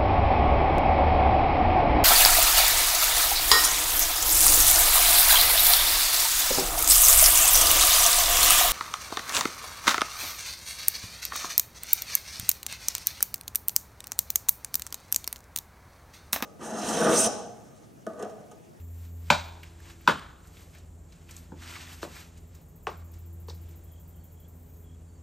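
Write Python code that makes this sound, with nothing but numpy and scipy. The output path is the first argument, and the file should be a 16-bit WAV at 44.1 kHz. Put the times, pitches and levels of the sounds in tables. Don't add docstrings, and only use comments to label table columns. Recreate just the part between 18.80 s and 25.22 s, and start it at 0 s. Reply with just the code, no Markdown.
import sys
import numpy as np
from scipy import signal
from scipy.fft import rfft, irfft, next_fast_len
from scipy.io import wavfile
from scipy.ndimage import uniform_filter1d

SR = 44100
rng = np.random.default_rng(int(sys.argv[2]) if len(sys.argv) > 2 else 0)


def rack_gain(trim_db):
    fader = np.asarray(trim_db, float)
    return 10 ** (fader / 20)


def generate_wav(signal):
    frames = np.transpose(np.atleast_2d(signal))
    scaled = np.clip(frames, -1, 1) * 32767
    pcm = np.round(scaled).astype(np.int16)
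    wavfile.write(sys.argv[1], SR, pcm)


N = 283122
T = np.arange(N) / SR


def unit(x):
    return x / np.sqrt(np.mean(x ** 2))


def colour(x, points):
    hz, db = np.transpose(points)
    size = next_fast_len(x.shape[-1])
    f = np.maximum(np.arange(size // 2 + 1) * SR / size, 1)
    gain = rack_gain(np.interp(np.log(f), np.log(hz), db))
    return irfft(rfft(x, size) * gain, size)[..., :x.shape[-1]]


def band(x, lo_hz, hi_hz):
    sos = signal.butter(2, [lo_hz, min(hi_hz, .45 * SR)], "band", fs=SR, output="sos")
    return signal.sosfilt(sos, x)


def noise(size):
    return rng.standard_normal((2, size))


def sine(hz):
    return np.sin(2 * np.pi * np.cumsum(hz) / SR)


def walk(rate, size=N):
    hold = int(SR / rate)
    steps = np.repeat(rng.standard_normal(size // hold + 1), hold)
    return 1.2 * uniform_filter1d(uniform_filter1d(steps, hold), hold)[:size]


def mid_side(share):
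    return np.array([[1], [share]])


def add(out, x, s):
    i = int(s * SR)
    out[:, i:i + x.shape[-1]] += x[..., :N - i]


# start_s, peak_db, crack_db, trunk_ring_db, yard_db
BLOWS = [
    (.5024, -1, -11, -2, -12.7),
    (1.2762, -1, -18, -7, -13.3),
    (2.7198, -37, -25, -12, 1),
    (3.2297, -21.5, -16, -11, -14),
    (4.0698, -17.5, -16, -9, -13.5),
    (4.6845, -35.5, -14, -16, -9.5),
]
# pitch_hz, width_hz, level_db
SPOTS = [
    [(930.6, 210, 0.5), (1495, 210, -4.5), (2348, 350, -4.5), (3650, 460, -14.5)],
    [(991, 190, 3), (1450, 240, 1.5), (2470, 200, -12), (3620, 690, -21)],
    [(226, 77, 0), (400, 130, -7), (887, 200, -6), (1500, 260, -15)],
    [(343, 120, 2), (581, 204, -0.5), (1096, 290, -4), (1465, 380, -6.5), (2770, 520, -17),
     (4300, 410, -14.5)],
    [(417.5, 90, 1), (773, 150, -3), (1080, 185, 0), (1589, 510, -10), (2660, 550, -11), (4080, 260, -27)],
    [(446, 120, 6.5), (984, 300, -3), (1862, 260, -18.5), (4230, 680, -17)],
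]
# pitch_hz, level_db (per Hz)
TAILS = [
    [(80, -31.5), (155, -9), (300, -22), (450, -20), (590, -1), (750, -5), (950, 1), (1200, -12),
     (1500, -3.5), (1900, -16), (2400, -7), (2900, -17), (3800, -11), (5300, -24), (7200, -26), (9000, -34),
     (16000, -38)],
    [(80, -31.5), (155, 1), (230, -6), (300, -12), (400, -5), (590, -9), (780, -7.5), (1000, -3),
     (1450, -0.5), (1900, -9.5), (2500, -15), (3000, -13.5), (3600, -14), (5500, -29), (7000, -31),
     (16000, -38)],
    [(90, -23), (150, 3), (230, 0), (470, -12), (900, -19), (2500, -40), (16000, -70)],
    [(90, -26.5), (150, 5), (340, -2), (590, 1), (1100, -1), (1600, -28), (3000, -32), (16000, -52)],
    [(90, -30.5), (160, -10), (430, -5), (750, -1), (1080, 1.5), (1800, -7), (4000, -19.5), (16000, -42)],
    [(120, -23), (420, -6.5), (900, -10), (2800, -19.5), (4300, -13), (8000, -24), (16000, -29.5)],
]
# pitch_hz, level_db, t60_s
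WEDGE = [
    [(2369, -36, .3), (3015, -34, .16), (3817, -24, .085), (4920, -37, .15), (5534, -43, .19),
     (6476, -40, .15), (7041, -30, .075), (7246, -34, .12), (8156, -40, .1)],
    [(2589, -36, .22), (3009, -37, .17), (3144, -38, .25), (3752, -34, .2), (4409, -34, .12),
     (6837, -50, .3)],
    [],
    [],
    [],
    [],
]


def blows():
    out, t = np.zeros((2, N)), T[:32768]
    for (s, db, crack_db, ring_db, yard_db), spot, tail, wedge in zip(BLOWS, SPOTS, TAILS, WEDGE):
        knock = struck_spot(spot, t)
        knock = knock / np.abs(knock).max() + rack_gain(crack_db) * bark_crack(t)
        ring = rack_gain(ring_db - 11.5) * trunk_ring(t) + wedge_ring(wedge, t)
        direct = knock + ring + wall_echoes(knock)
        direct = direct * mid_side(.31 + .0055 * db)
        add(out, rack_gain(db) * (direct + rack_gain(yard_db + 1.5) * yard_answer(tail, t)), s - .0008)
    return out


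def struck_spot(spot, t):
    knock = 0
    for hz, width, db in spot:
        u = t * width * 4.9
        swell = u ** 2 * np.exp(-(u / 3) ** 2)
        knock = knock + rack_gain(db) * width / 250 * swell * np.sin(2 * np.pi * hz * t)
    return knock


# pitch_hz, level_db (per Hz)
CRACK = [(1500, -41.5), (2300, -21.5), (3000, -2), (4500, -7), (7300, -17.5), (10000, -26.5),
         (12900, -23.5), (15800, -36)]


def bark_crack(t):
    return unit(colour(rng.standard_normal(len(t)), CRACK)) * np.exp(-t / .002) * (1 - np.exp(-t / .0004))


# pitch_hz, level_db, t60_s
TRUNK = [(155, -7, 0.15), (227, -4, 0.1), (592.5, 2.5, 0.089), (1020, -7, 0.11), (1217, -15.5, 0.17),
         (1475, 4.5, 0.052), (1444, -15, 0.22), (2589, -20.5, 0.23), (3219, -17.5, 0.23), (3752, -25, 0.22)]


def trunk_ring(t):
    ring = 0
    for hz, db, t60 in TRUNK:
        ring = ring + rack_gain(db) * 1000 ** (-t / t60) * np.sin(2 * np.pi * (hz * t + rng.random()))
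    return ring * (1 - np.exp(-(t / .008) ** 2))


def wedge_ring(wedge, t):
    ring = 0
    for hz, db, t60 in wedge:
        fade = 1000 ** (-t / t60) * (1 - np.exp(-t / .003))
        ring = ring + rack_gain(db + 3.5 * walk(90, len(t))) * fade * np.sin(2 * np.pi * hz * t)
    return ring


# delay_s, level_db
ECHOES = [(.009, -14), (0.0194, -9.5), (.0228, -16), (.046, -19), (.081, -32)]


def wall_echoes(knock):
    dull = .2 * knock + band(knock, 100, 1700)
    return sum(rack_gain(db) * np.roll(dull, int(delay * SR)) for delay, db in ECHOES)


def yard_answer(tail, t):
    scatter = colour(yard(t), tail) * rack_gain(1.5 * walk(160, len(t)))
    edges = np.clip(t / .002, 0, 1) * np.clip(7 - 10 * t, 0, 1)
    return scatter * edges / (3.2 * scatter[0, :SR // 20].std())


# pitch_hz, level_db, near_t60_s, far_level_db, far_t60_s
YARD = [(180, 3, 0.29, -26, .5), (400, 5.5, 0.19, -27.5, .5), (900, -7.5, 0.24, -14, 1),
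        (1675, -3.5, .2, -13.5, .6), (3600, -0.5, 0.15, -15, .7), (7400, 0.5, .2, -8, .5),
        (13000, -1.5, .15, -33, .4)]


def yard(t):
    out = 0
    for hz, db, near_t60, far_db, far_t60 in YARD:
        fade = 1000 ** (-t / near_t60) + rack_gain(far_db) * 1000 ** (-t / far_t60)
        fade *= 1 - np.exp(-t * np.sqrt(hz) / 0.13)
        out = out + rack_gain(db) * fade * band(noise(len(t)), hz / 1.6, hz * 1.45)
    return out


# loudest_at_s, level_db, swell_s (for 10 dB), die_s (for 10 dB), bright_swish_db
STIRS = [(0, -62, .01, .02, -8), (.254, -64.5, .13, .06, -1), (.49, -62, .09, .65, -3),
         (.831, -56, .005, .09, -24), (1.11, -55.5, .147, .06, -6), (1.26, -60.5, .14, .27, -4),
         (1.8, -60.5, .16, .16, 1), (1.958, -58.5, .04, .072, -12), (2.334, -63, .045, .13, -17),
         (2.506, -56.5, .028, .15, -4), (2.578, -60, .06, .06, 5), (2.828, -49.5, .035, .3, -7),
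         (2.89, -47, .06, .3, -8), (2.96, -45, .07, .06, -8), (3.02, -48, .06, .06, -8),
         (3.125, -52, .04, .1, -1), (3.228, -46, .012, .047, -4), (3.398, -50, .17, .062, -4.5),
         (3.582, -63.5, .3, .021, -25), (3.754, -64.5, .085, .07, -8), (4.34, -66.5, .03, .147, -8),
         (4.686, -58, .007, .05, -8), (4.9, -68, .3, .22, -18)]


def rustle():
    body_db, bright_db = -79, -83
    for s, db, swell_s, die_s, more_db in STIRS:
        stir_db = db - 10 * np.maximum((s - T) / swell_s, (T - s) / die_s)
        body_db = np.maximum(body_db, stir_db)
        bright_db = np.maximum(bright_db, stir_db + more_db)
    low = unit(band(leaves(), 600, 1900))
    middle = unit(band(leaves(), 1900, 7600))
    bright = unit(band(leaves(), 4700, 19000))
    swish = rack_gain(body_db) * (middle + rack_gain(-2.5) * low) + rack_gain(bright_db - .3) * bright
    return rack_gain(1.3 * walk(60)) * swish


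# pitch_hz, level_db (per Hz)
LEAVES = [(300, -9.5), (580, -11), (1300, -7.5), (2430, -4.5), (5000, -9), (8400, -8.5), (12300, -10.5),
          (15800, -26.5)]


def leaves():
    size = np.minimum(rng.exponential(size=(2, N)), 4)
    hits = rng.random((2, N)) < 3500 / SR
    grains = hits * rack_gain(2.5 * size) * noise(N)
    return colour(.6 * unit(grains) + noise(N), LEAVES)


# start_s, peak_db, pitch_hz, t60_s
SNAPS = [(0.8315, -35, 2500, 0.088), (1.0016, -43.5, 1760, 0.041), (1.055, -47, 2390, 0.068),
         (1.0994, -41.5, 2470, 0.041), (1.2082, -50, 2470, 0.042), (1.6716, -47, 7480, 0.058),
         (1.7689, -43, 2900, 0.06), (1.9485, -43, 2300, 0.091), (1.9824, -47.5, 6660, 0.071),
         (2.3221, -46, 4410, 0.054), (2.4902, -41.5, 2370, 0.082), (2.5092, -37, 6430, 0.06),
         (2.5651, -32, 7000, 0.025), (3.0664, -39.5, 2470, 0.06), (3.3648, -36.5, 2006, 0.069),
         (3.5738, -48.5, 7400, 0.089), (3.7494, -47, 7390, 0.058), (4.338, -49, 7400, 0.06),
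         (4.9094, -52, 7420, 0.06)]


def snaps():
    out, t = np.zeros((2, N)), np.arange(SR // 4) / SR
    for s, db, hz, t60 in SNAPS:
        fade = 1000 ** (-t / t60) + 1.5 * np.exp(-t / 0.0018)
        burst = noise(len(t)) * fade * (1 - np.exp(-t / 0.0011))
        snap = band(burst, hz / 1.5, hz * 1.4) + 0.24 * band(burst, 1500, 13000)
        add(out, rack_gain(db) * snap / np.abs(snap[0]).max(), s)
    return out


# start_s, peak_db, pitch_hz, t60_s
TICKS = [(1.2127, -50, 12000, .02), (1.372, -48, 9000, .015), (1.3942, -40, 4000, .01),
         (1.3944, -43, 7500, .008), (1.3946, -52, 12500, .008), (1.405, -58, 12000, .012),
         (1.267, -38, 1200, .05), (2.8217, -43, 1570, .03), (2.858, -42, 1900, .03),
         (2.924, -40, 1300, .03), (2.938, -39, 2800, .04), (2.954, -34.5, 2250, .05),
         (2.963, -37, 1350, .03), (3.008, -40, 2900, .03), (3.075, -42, 1700, .03), (3.117, -42, 2610, .03),
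         (4.6973, -35, 4900, .012), (4.7003, -39, 4150, .02), (4.7065, -48, 6300, .015),
         (4.718, -48, 4300, .015), (4.7025, -45, 900, .02)]


def ticks():
    out, t = np.zeros((2, N)), T[:4096]
    for s, db, hz, t60 in TICKS:
        burst = noise(len(t)) * 1000 ** (-t / t60) * (1 - np.exp(-t / .0004))
        click = band(burst * np.exp(-t / .001), 2000, 15000)
        tick = band(burst, hz / 1.2, hz * 1.2) + .06 * click
        add(out, rack_gain(db) * tick / np.abs(tick[0]).max(), s)
    return out


# pitch_hz, width_hz, level_db
WING = [(11600, 400, -3), (13050, 300, 2), (13750, 400, -4), (14450, 500, -1), (13500, 4400, 1.5)]


def katydid():
    teeth = noise(N) * (1 + .3 * sine(170 + 30 * walk(20)))
    wing = unit(sum(rack_gain(db) * band(teeth, hz - w / 2, hz + w / 2) for hz, w, db in WING))
    return (wing_strokes() + wing_buzz()) * wing * mid_side(.6)


def wing_strokes():
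    strokes, t = np.zeros((1, N)), np.arange(SR // 8) / SR
    shape = (1 - np.exp(-t / .004)) * np.exp(-t / .024)
    after_s = np.cumsum([0] + 19 * [.0714] + 9 * [.0803])
    for late in after_s:
        db = -53.5 - 12 * np.exp(-late / .2) + 1.2 * rng.standard_normal()
        add(strokes, rack_gain(db - 4) * shape, 3.6007 + late - .003)
    return strokes


# start_s, end_s, start_level_db, end_level_db
BUZZ = [
    (-.1, .715, -66, -68.5),
    (5.745, 6.05, -70, -66),
]


def wing_buzz():
    buzz = rack_gain(-84)
    for start, end, from_db, to_db in BUZZ:
        gate = np.clip(np.minimum(T - start, end - T) / .04 + .5, 0, 1)
        buzz = buzz + rack_gain(np.interp(T, [start, end], [from_db, to_db])) * gate
    return buzz * (1 + 0.24 * np.sin(2 * np.pi * 28 * T))


# pitch_hz, level_db, pulses_per_s, chirps_per_s, share_of_time_singing, first_chirp_s, side_share
CRICKETS = [
    (7330, -74.5, 18, .5, 0.88, 0, .1),
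    (7150, -80.5, 15, .5, 1.0, 0, .1),
    (6600, -77, 45, 2.5, .3, 0.28, .1),
    (6700, -76.5, 30, 4.3, .2, .08, .5),
    (8000, -89.5, 25, .7, 1, 0, .5),
    (9300, -74, 40, 4.1, 0.62, 0.103, 2.5),
]
# start_s, length_s, pitch_hz, level_db, pulses_per_s
CHIRPS = [(5.054, 0.165, 3290, -72, 41.5), (5.33, 0.16, 3170, -75, 31), (5.565, .11, 3310, -71, 40),
          (6.035, 0.135, 3290, -72, 40), (6.258, .14, 4550, -78, 14), (5.25, .07, 4750, -82, 30),
          (5.37, .17, 4410, -82, 10.98)]


def crickets():
    out = np.zeros((2, N))
    for hz, db, rate, repeat, share, start, side in CRICKETS:
        singing = uniform_filter1d(1. * ((T - start) * repeat % 1 < share), size=800)
        song = singing * pulsed(hz, rate, T, fall_hz=60, depth=0.5)
        out += rack_gain(db + 4.5 + 1.5 * walk(3)) * song * mid_side(side)
    for s, length, hz, db, rate in CHIRPS:
        t = T[:int(length * SR)]
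        chirp = np.sin(np.pi * t / length) ** 0.3 * pulsed(hz, rate, t, fall_hz=300, depth=0.73)
        add(out, rack_gain(db + 5.5 + 1.5 * walk(30, len(t))) * chirp * mid_side(.3), s)
    return out


def pulsed(hz, rate, t, fall_hz, depth):
    beat = rate * t + .015 * walk(6, len(t))
    gate = 1 - depth + depth * np.sin(np.pi * beat) ** 4
    pitch = hz + fall_hz * (.5 - beat % 1 + .3 * walk(400, len(t)))
    return gate * rack_gain(2.3 * walk(150, len(t))) * sine(pitch)


# time_s, level_db
HUM = [(0, -41), (.55, -37.5), (.95, -49), (1.21, -51.5), (1.27, -68), (1.3, -42), (1.41, -58), (1.62, -56),
       (2.19, -46), (2.24, -52), (2.81, -47.5), (3.2, -51), (3.65, -48), (3.97, -55.5), (4.24, -42.5),
       (4.74, -40), (5.2, -49), (6.3, -46)]
# multiple, level_db, swell_db, swell_period_s, loudest_at_s
OVERTONES = [(2, -64, .5, 3, 0), (3, -67, 6, 3.15, 0), (4, -69, 7, 1.8, 1.1), (5, -73, 6, 2.8, .55),
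             (6, -83, .5, 3, 0), (7, -83.5, .5, 3, 0)]


def hum():
    turn = 2 * np.pi * np.cumsum(83.8 + .3 * walk(6)) / SR
    tone = rack_gain(np.interp(T, *np.transpose(HUM)) + .8 * walk(12)) * np.sin(turn)
    upper = 0
    for k, db, swell_db, period, s in OVERTONES:
        level_db = db + swell_db * np.cos(2 * np.pi * (T - s) / period) + 1.4 * walk(11)
        upper = upper + rack_gain(level_db) * np.sin(round(k) * turn + k)
    throb = 1 + 1.1 * sine(12 + 4.5 * walk(2))
    knock = rack_gain(-62 + .85 * T) * throb * sine(161.7 + 5 * walk(4.7))
    return np.sqrt(2) * (tone * mid_side(.03) + upper * mid_side(.05)) + knock * mid_side(-.3)


# pitch_hz, level_db (per Hz)
AIR = [(16, -43), (28, -9), (59, -0.5), (85, -3), (130, -12), (174, -10.5), (210, -18), (260, -18),
       (700, -26), (1530, -37), (4930, -50), (7340, -37), (9000, -41), (15800, -53)]


def air():
    low = rack_gain(.8 * walk(1.5)) * band(colour(noise(N), AIR), 20, 700)
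    high = rack_gain(.5 * walk(1.5)) * band(colour(noise(N), AIR), 700, 18000)
    return rack_gain(-50.5) * unit(low + high)


# pitch_hz, level_db
PAIR = [(20, -0.5), (8700, -0.5), (9300, -11.5), (9700, -39.5), (10400, -39), (10900, -12.5), (11300, 0),
        (20000, 3)]
# pitch_hz, side_minus_mid_db
WIDTH = [(25, -36), (110, -14), (380, -14), (700, -1), (1290, -5), (1800, -25), (3200, -16), (6000, -27),
         (7800, -15), (8600, -4.5), (11800, -.8), (12600, -14), (13500, -26), (15000, -3)]
# pitch_hz, signed_share
TURN = [(1900, 0), (2700, .14), (3700, .27), (5100, .1), (6000, 0), (6800, 0), (7500, -.1), (8200, -.45),
        (8900, -1.1), (9600, -1.6), (10600, 1.5), (11700, .75), (12400, .4), (13400, 0), (14400, -.4),
        (15500, -1.1)]


def scene():
    mid, side = blows() + rustle() + snaps() + ticks() + katydid() + crickets() + hum() + air()
    mid = colour(mid, PAIR)
    size = next_fast_len(N)
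    share = np.interp(np.arange(size // 2 + 1) * SR / size, *np.transpose(TURN))
    quarter_turn = irfft(1j * share * rfft(mid, size), size)[:N]
    side = colour(side, WIDTH) + quarter_turn
    return np.array([mid + side, mid - side])


def band_limit(x):
    return signal.sosfilt(signal.butter(12, 15980, fs=SR, output="sos"), x)


# pitch_hz, level_db
PORT = [(20, -14), (40, -1.5), (15600, 0), (15900, -62)]


def record(dry):
    rounded = np.tanh(0.59 * dry) / .6
    mix = colour(rounded, PORT)
    return band_limit(mix)


dry = scene()
out = record(dry)
generate_wav(out)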